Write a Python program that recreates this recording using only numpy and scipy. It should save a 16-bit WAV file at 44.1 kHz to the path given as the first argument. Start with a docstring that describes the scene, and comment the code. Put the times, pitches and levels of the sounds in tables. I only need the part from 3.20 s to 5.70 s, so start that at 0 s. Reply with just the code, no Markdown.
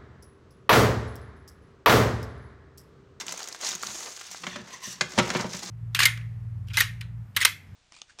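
"""Hands pull at a taped plastic mailer bag on a wooden table in a small room, a phone above it.
From the start dense clicks make the film rustle and pitched bursts make its creases snap, while hands press
on the ringing board over a faint rumble; a thin hiss of stretched film follows.
From the middle on hard knocks and bounces, clatter plus pushes on the board's modes, hit the table top,
and something slides over it: fine friction grain through narrow resonances."""
import sys
import numpy as np
from scipy import signal
from scipy.fft import rfft, irfft
from scipy.io import wavfile
from scipy.ndimage import uniform_filter1d, map_coordinates

SR = 44100
rng = np.random.default_rng(int(sys.argv[2]) if len(sys.argv) > 2 else 0)


def bounce(signal):
    """Save signal as a 16-bit WAV file at the path given by the first command-line argument."""
    frames = np.transpose(np.atleast_2d(signal))
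    limited = np.clip(frames, -1, 1)
    pcm = np.round(limited * 32767).astype(np.int16)
    wavfile.write(sys.argv[1], SR, pcm)


def voltage_ratio(level):
    """Linear amplitude factor for a level in decibels (scalar or array-like)."""
    return 10 ** (np.asarray(level, float) / 20)


N = 110250


def unit(x):
    """Scale to rms 1."""
    return x / np.sqrt(np.mean(x ** 2))


def curve(rows, col=1):
    """Gain along a dB column over time in s; -120 dB outside the table."""
    rows = np.array(rows)
    return voltage_ratio(np.interp(np.arange(N) / SR, rows[:, 0], rows[:, col], left=-120, right=-120))


def colour(x, points):
    """Causal minimum-phase filter with the given (Hz, dB) shape, power gain 1."""
    hz, db = np.array(points).T
    grid_hz = np.arange(1025) * SR / 2048
    log_gain = np.interp(np.log(grid_hz + 1), np.log(hz), db) * np.log(10) / 20
    # folding the cepstrum onto positive time makes the filter causal
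    cepstrum = irfft(log_gain)
    cepstrum[1:1024] *= 2
    cepstrum[1025:] = 0
    h = irfft(np.exp(rfft(cepstrum)))[:768]
    return signal.fftconvolve(x, h / np.sqrt(np.sum(h ** 2)))[:N]


def halves(low, high):
    """Bass of one signal plus treble of another, split at 2250 Hz."""
    def cut(x, kind):
        return signal.sosfilt(signal.butter(2, 2250, kind, fs=SR, output="sos"), x)
    # the two second-order halves oppose in phase at the split, hence the minus
    return cut(low, "low") - cut(high, "high")


def ring(x, hz, width_hz):
    """Resonance, gain 1 at the centre."""
    return signal.lfilter(*signal.iirpeak(hz, hz / width_hz, fs=SR), x)


def decay(x, fade_ms):
    """Exponential tail with the given time constant after every impulse."""
    return signal.lfilter([1], [1, -np.exp(-1000 / (fade_ms * SR))], x)


def clicks(per_s, spread_db):
    """Random clicks, many small and few large, each with a short noisy tail; rms 1."""
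    chance, sign, size = rng.random((3, N))
    soft_gate = 1 / (1 + np.exp(np.minimum((chance * SR / per_s - 1) * 8, 50)))
    sizes = soft_gate * voltage_ratio(np.minimum(-spread_db * np.log(size + 1e-9), 20))
    level = decay(sizes ** 2, 0.24) ** .5  # the power, not the amplitude, fades over 0.24 ms
    return unit(np.sign(sign - .5) * level)


def walk(rate):
    """Random levels held 1 / rate s and slewed twice; spread near 1."""
    k = int(SR / rate)
    held = np.repeat(rng.standard_normal(N // 50), k)[:N]
    return 1.5 * uniform_filter1d(uniform_filter1d(held, k), k)


def burst(s, db, hold_ms, fade_ms):
    """Envelope: rise over 0.1 ms, hold, exponential fade."""
    ms = (np.arange(N) / SR - s) * 1000
    return voltage_ratio(db) * np.clip(ms * 10, 0, 1) * np.exp(-np.clip(ms - hold_ms, 0, 500) / fade_ms)


def bag():
    """Dense small clicks rustle in bands that crackle each on their own; creases snap at a pitch."""
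    # Rustle of the film ahead of its colour: start_s, level_db, bass_db (below the split, relative)
    rustle = [(0, -29, -17), (.05, -57, 5.5), (.1, -41, -6.5), (.3, -47.5, -1), (.39, -48.5, -11),
              (.43, -37.5, -6), (.48, -30, -17), (.53, -40, -18), (.6, -47.5, -6.5), (.65, -39.5, -10),
              (.88, -42, -5), (.95, -45, -19), (1.2, -44, -16), (1.42, -55.5, 5), (1.88, -51, -12.5),
              (1.94, -46, 0), (2.21, -38, 4.5), (2.27, -48, 2), (2.33, -41, -15), (2.5, -40.5, -5)]
    # Creases that snap, ahead of the film colour: start_s, level_db, pitch_hz
    creases = [(0.012, -26, 5100), (0.0654, -24.5, 6200), (0.082, -25.5, 2400), (0.0909, -24.5, 4330),
               (0.109, -41, 6300), (0.1228, -15.5, 6150), (0.138, -34, 600), (0.175, -21, 5900),
               (0.192, -25, 6500), (0.2031, -29.5, 1620), (0.229, -26.5, 3670), (0.2407, -25.5, 4900),
               (0.275, -24.5, 6530), (0.2855, -22.5, 5500), (0.3254, -25, 4260), (0.347, -31.5, 1260),
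               (0.412, -22.5, 6340), (0.469, -31, 3340), (0.4899, -15.5, 5560), (0.517, -22.5, 3620),
               (0.528, -29, 1400), (0.5513, -18, 6000), (0.626, -19.5, 6300), (0.6335, -25, 1236),
               (0.67, -23.5, 3480), (0.9733, -37, 1300), (1.0117, -30, 1770), (1.1135, -24, 6000),
               (1.1465, -34.5, 1290), (2.425, -32, 1030)]
    # Tone of the film: frequency_hz, level_db
    film_tone = [(100, -5), (350, 6.5), (1200, 3.5), (2600, -3.5), (5000, -1), (6500, 1.5), (8000, -6.5),
                 (11000, -17.5), (16000, -20.5)]
    fade_ms = 3.67  # of crackles and snaps alike

    def crackle():
        """Steady gain 1 plus about 90 fading jumps per second."""
        jumps = (rng.random(N) < 90 / SR) * voltage_ratio(6.5 + 3.5 * rng.standard_normal(N))
        return 1 + decay(jumps, fade_ms)

    hands = curve(rustle) * voltage_ratio(1.13 * walk(90))
    grain = clicks(per_s=9000, spread_db=1.5)
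    bands = [ring(grain, hz, hz) * crackle() for hz in np.geomspace(400, 12000, num=5)]
    bright = unit(sum(bands)) * hands
    film = halves(bright * curve(rustle, col=2), bright)
    large = clicks(per_s=6900, spread_db=3)
    wide = halves(0.18 * large, large)
    for s, db, hz in creases:
        pitched = unit(ring(large, hz, hz / 2.97))
        film = film + burst(s, db, 0, fade_ms) * (pitched * 0.39 + wide * .55)
    return colour(film, film_tone)


def board(force):
    """Decaying modes of the table top, driven by a force; their levels waver."""
    # Modes of the wooden board: frequency_hz, level_db, t60_s
    modes = [(73, -18.5, 1), (125.1, -7.5, 0.27), (171.3, 9, 0.096), (194.6, 13.5, 0.041),
             (360.5, -4, 0.14), (485, 3, 0.027), (601.2, 3.5, 0.1), (939, 7, 0.083), (1062, -19, 0.32),
             (1300, 1, 0.15), (262.3, 4.5, 0.045)]
    out = 0
    for k, (hz, db, t60) in enumerate(modes):
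        pole = np.exp(2j * np.pi * hz / SR - np.log(1000) / (t60 * SR))
        level = voltage_ratio(db + 1.14 * walk(29.8))
        out = out + (-1) ** k * level * signal.lfilter([1], [1, -pole], force).imag
    return out


def press():
    """Hands and bag press on the board: soft noise below 300 Hz shakes its modes."""
    # Pressure heard through the board: start_s, level_db
    pressure = [(0, -63), (.09, -51.5), (.25, -83), (.5, -52), (.6, -63), (.7, -49), (1, -79), (1.35, -45),
                (1.6, -61.5), (2.2, -41.5), (2.5, -52)]
    soft = signal.sosfilt(signal.butter(2, 300, fs=SR, output="sos"), rng.standard_normal(N))
    return unit(board(soft * voltage_ratio(3.5 * walk(30.52)))) * curve(pressure)


def rumble():
    """Faint steady noise through one broad low resonance."""
    return unit(ring(rng.standard_normal(N), 73, 73)) * voltage_ratio(-68.5)


def room(x):
    """Diffuse tail that fades faster in the treble."""
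    # Decay of the small room: frequency_hz, t60_s
    decays = [(400, 0.45), (2000, 0.35), (8000, 0.17)]
    tail_db = -12
    t = np.arange(SR // 2) / SR
    tail = sum(ring(rng.standard_normal(len(t)), hz, 1.34 * hz) * voltage_ratio(-60 * t / t60) for hz, t60 in decays)
    tail = tail * np.clip(t / 0.0019 - .6, 0, 1)  # silent for the first 1.1 ms, full after 3 ms
    return x + voltage_ratio(tail_db) * signal.fftconvolve(x, tail / np.sqrt(np.sum(tail ** 2)))[:N]


def stretch():
    """Thin hiss of stretched film: uneven clicks through one resonance."""
    # Hiss: start_s, level_db
    hiss = [(.62, -52), (.71, -41.5), (.97, -50)]
    return unit(ring(clicks(per_s=11000, spread_db=9.2), 6600, 800)) * curve(hiss)


def knocks():
    """Each knock is a short clatter of hard contacts and a push on the board."""
    # Knocks on the table, ahead of clatter colour and board modes:
    # start_s, clatter_db, board_db, treble_db (clatter above the split, relative)
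    hits = [(1.236, -28, -59, -12), (1.267, -29, -43.5, -4.5), (1.359, -32.5, -45, -4),
            (1.672, -52, -46, -7), (1.809, -20, -37.5, 1), (1.977, -28, -29, 2), (1.986, -15, -27.5, -2.5),
            (1.997, -15, -52, -33), (2.102, -28.5, -40, 3), (2.149, -25.5, -32.5, -10),
            (2.157, -22, -41.5, -46), (2.197, -27, -36, -33), (2.243, -29.5, -36.5, -43),
            (2.34, -35.5, -44, -26)]
    # Tone of the clatter: frequency_hz, level_db
    clatter_tone = [(200, -7.5), (400, -3), (1000, 3), (2200, 1), (4500, -3), (6500, -3), (10500, -22.5),
                    (16000, -39)]
    hold_ms, fade_ms = 4, 5
    rattle_db = -41.5  # how much of the clatter's bass drives the board

    hard = clicks(per_s=8000, spread_db=2.5)
    early = (np.array(hits)[:, 0] * SR).astype(int) + 6
    hard[early] = voltage_ratio(-21)  # sets one sample near silence early in each knock
    low = sum(burst(s, db, hold_ms, fade_ms) for s, db, _, _ in hits)
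    high = sum(burst(s, db + up_db, hold_ms, fade_ms) for s, db, _, up_db in hits)

    ms = np.arange(N) / SR * 1000
    push = 0
    for s, _, db, _ in hits:
        width_ms = 0.23 * voltage_ratio(-0.57 * (db + 29.5))  # the weaker the push, the longer
        push = push + voltage_ratio(db) / width_ms * np.exp(-((ms - s * 1000 - 1) / width_ms) ** 2)
    force = push / (SR / 1000) + hard * low * voltage_ratio(rattle_db)
    return colour(halves(hard * low, hard * high), clatter_tone) + board(force)


def slide():
    """Fine friction grain through narrow resonances of the thing that slides; each swells and drifts alone."""
    # Slide over the table: start_s, level_db, treble_db (above the split, relative)
    strokes = [(1.27, -40.5, -15), (1.32, -32.5, -35), (1.4, -40, -55), (1.46, -66, -22), (1.54, -37.5, -4),
               (1.585, -50.5, -19), (1.64, -42, 3.5), (1.73, -42.5, 4.5), (1.79, -50.5, -16)]
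    # Resonances of the sliding thing ahead of the common level: frequency_hz, level_db
    peaks = [(1040, 2), (1850, 4.5), (2850, -1), (3650, -1), (4600, 2), (6100, 11), (7580, 3), (9300, -18),
             (11800, -24)]

    def drift(x):
        """Read the signal at a wandering speed so its pitch drifts."""
        return map_coordinates(x, [np.arange(N) + np.cumsum(0.03 * walk(15))], mode="mirror")

    grain = clicks(per_s=15000, spread_db=0.57) * voltage_ratio(2.4 * walk(48.7))
    bands = []
    for hz, db in peaks:
        swell = voltage_ratio(db + 2.0 * walk(30.04))
        narrow = ring(ring(grain, hz, .14 * hz), hz, .14 * hz)
        bands.append(swell * drift(unit(narrow)))
    bands[0] = bands[0] * voltage_ratio(-10 * (np.arange(N) < 1.45 * SR))  # the lowest is 10 dB down until 1.45 s
    broad = voltage_ratio(7.5) * unit(ring(grain, 4300, 4000))
    rub = unit(sum(bands) + broad) * curve(strokes)
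    return halves(rub, rub * curve(strokes, col=2))


def scene():
    """Bag, pressing hands, knocks and slide in the room, over a faint low rumble."""
    return room(bag() + press() + rumble() + stretch() + knocks() + slide())[None]


def band_limit(x):
    """A steep low-pass at the top of the band."""
    return signal.sosfilt(signal.butter(12, 16650, fs=SR, output="sos"), x)


def record(dry):
    """The phone above the table cuts the lowest bass and the top."""
    x = signal.sosfilt(signal.butter(1, 60, "high", fs=SR, output="sos"), dry)
    x = signal.sosfilt(signal.ellip(8, .2, 40, 15800, fs=SR, output="sos"), x)
    return band_limit(x)


dry = scene()
out = record(dry)
bounce(out)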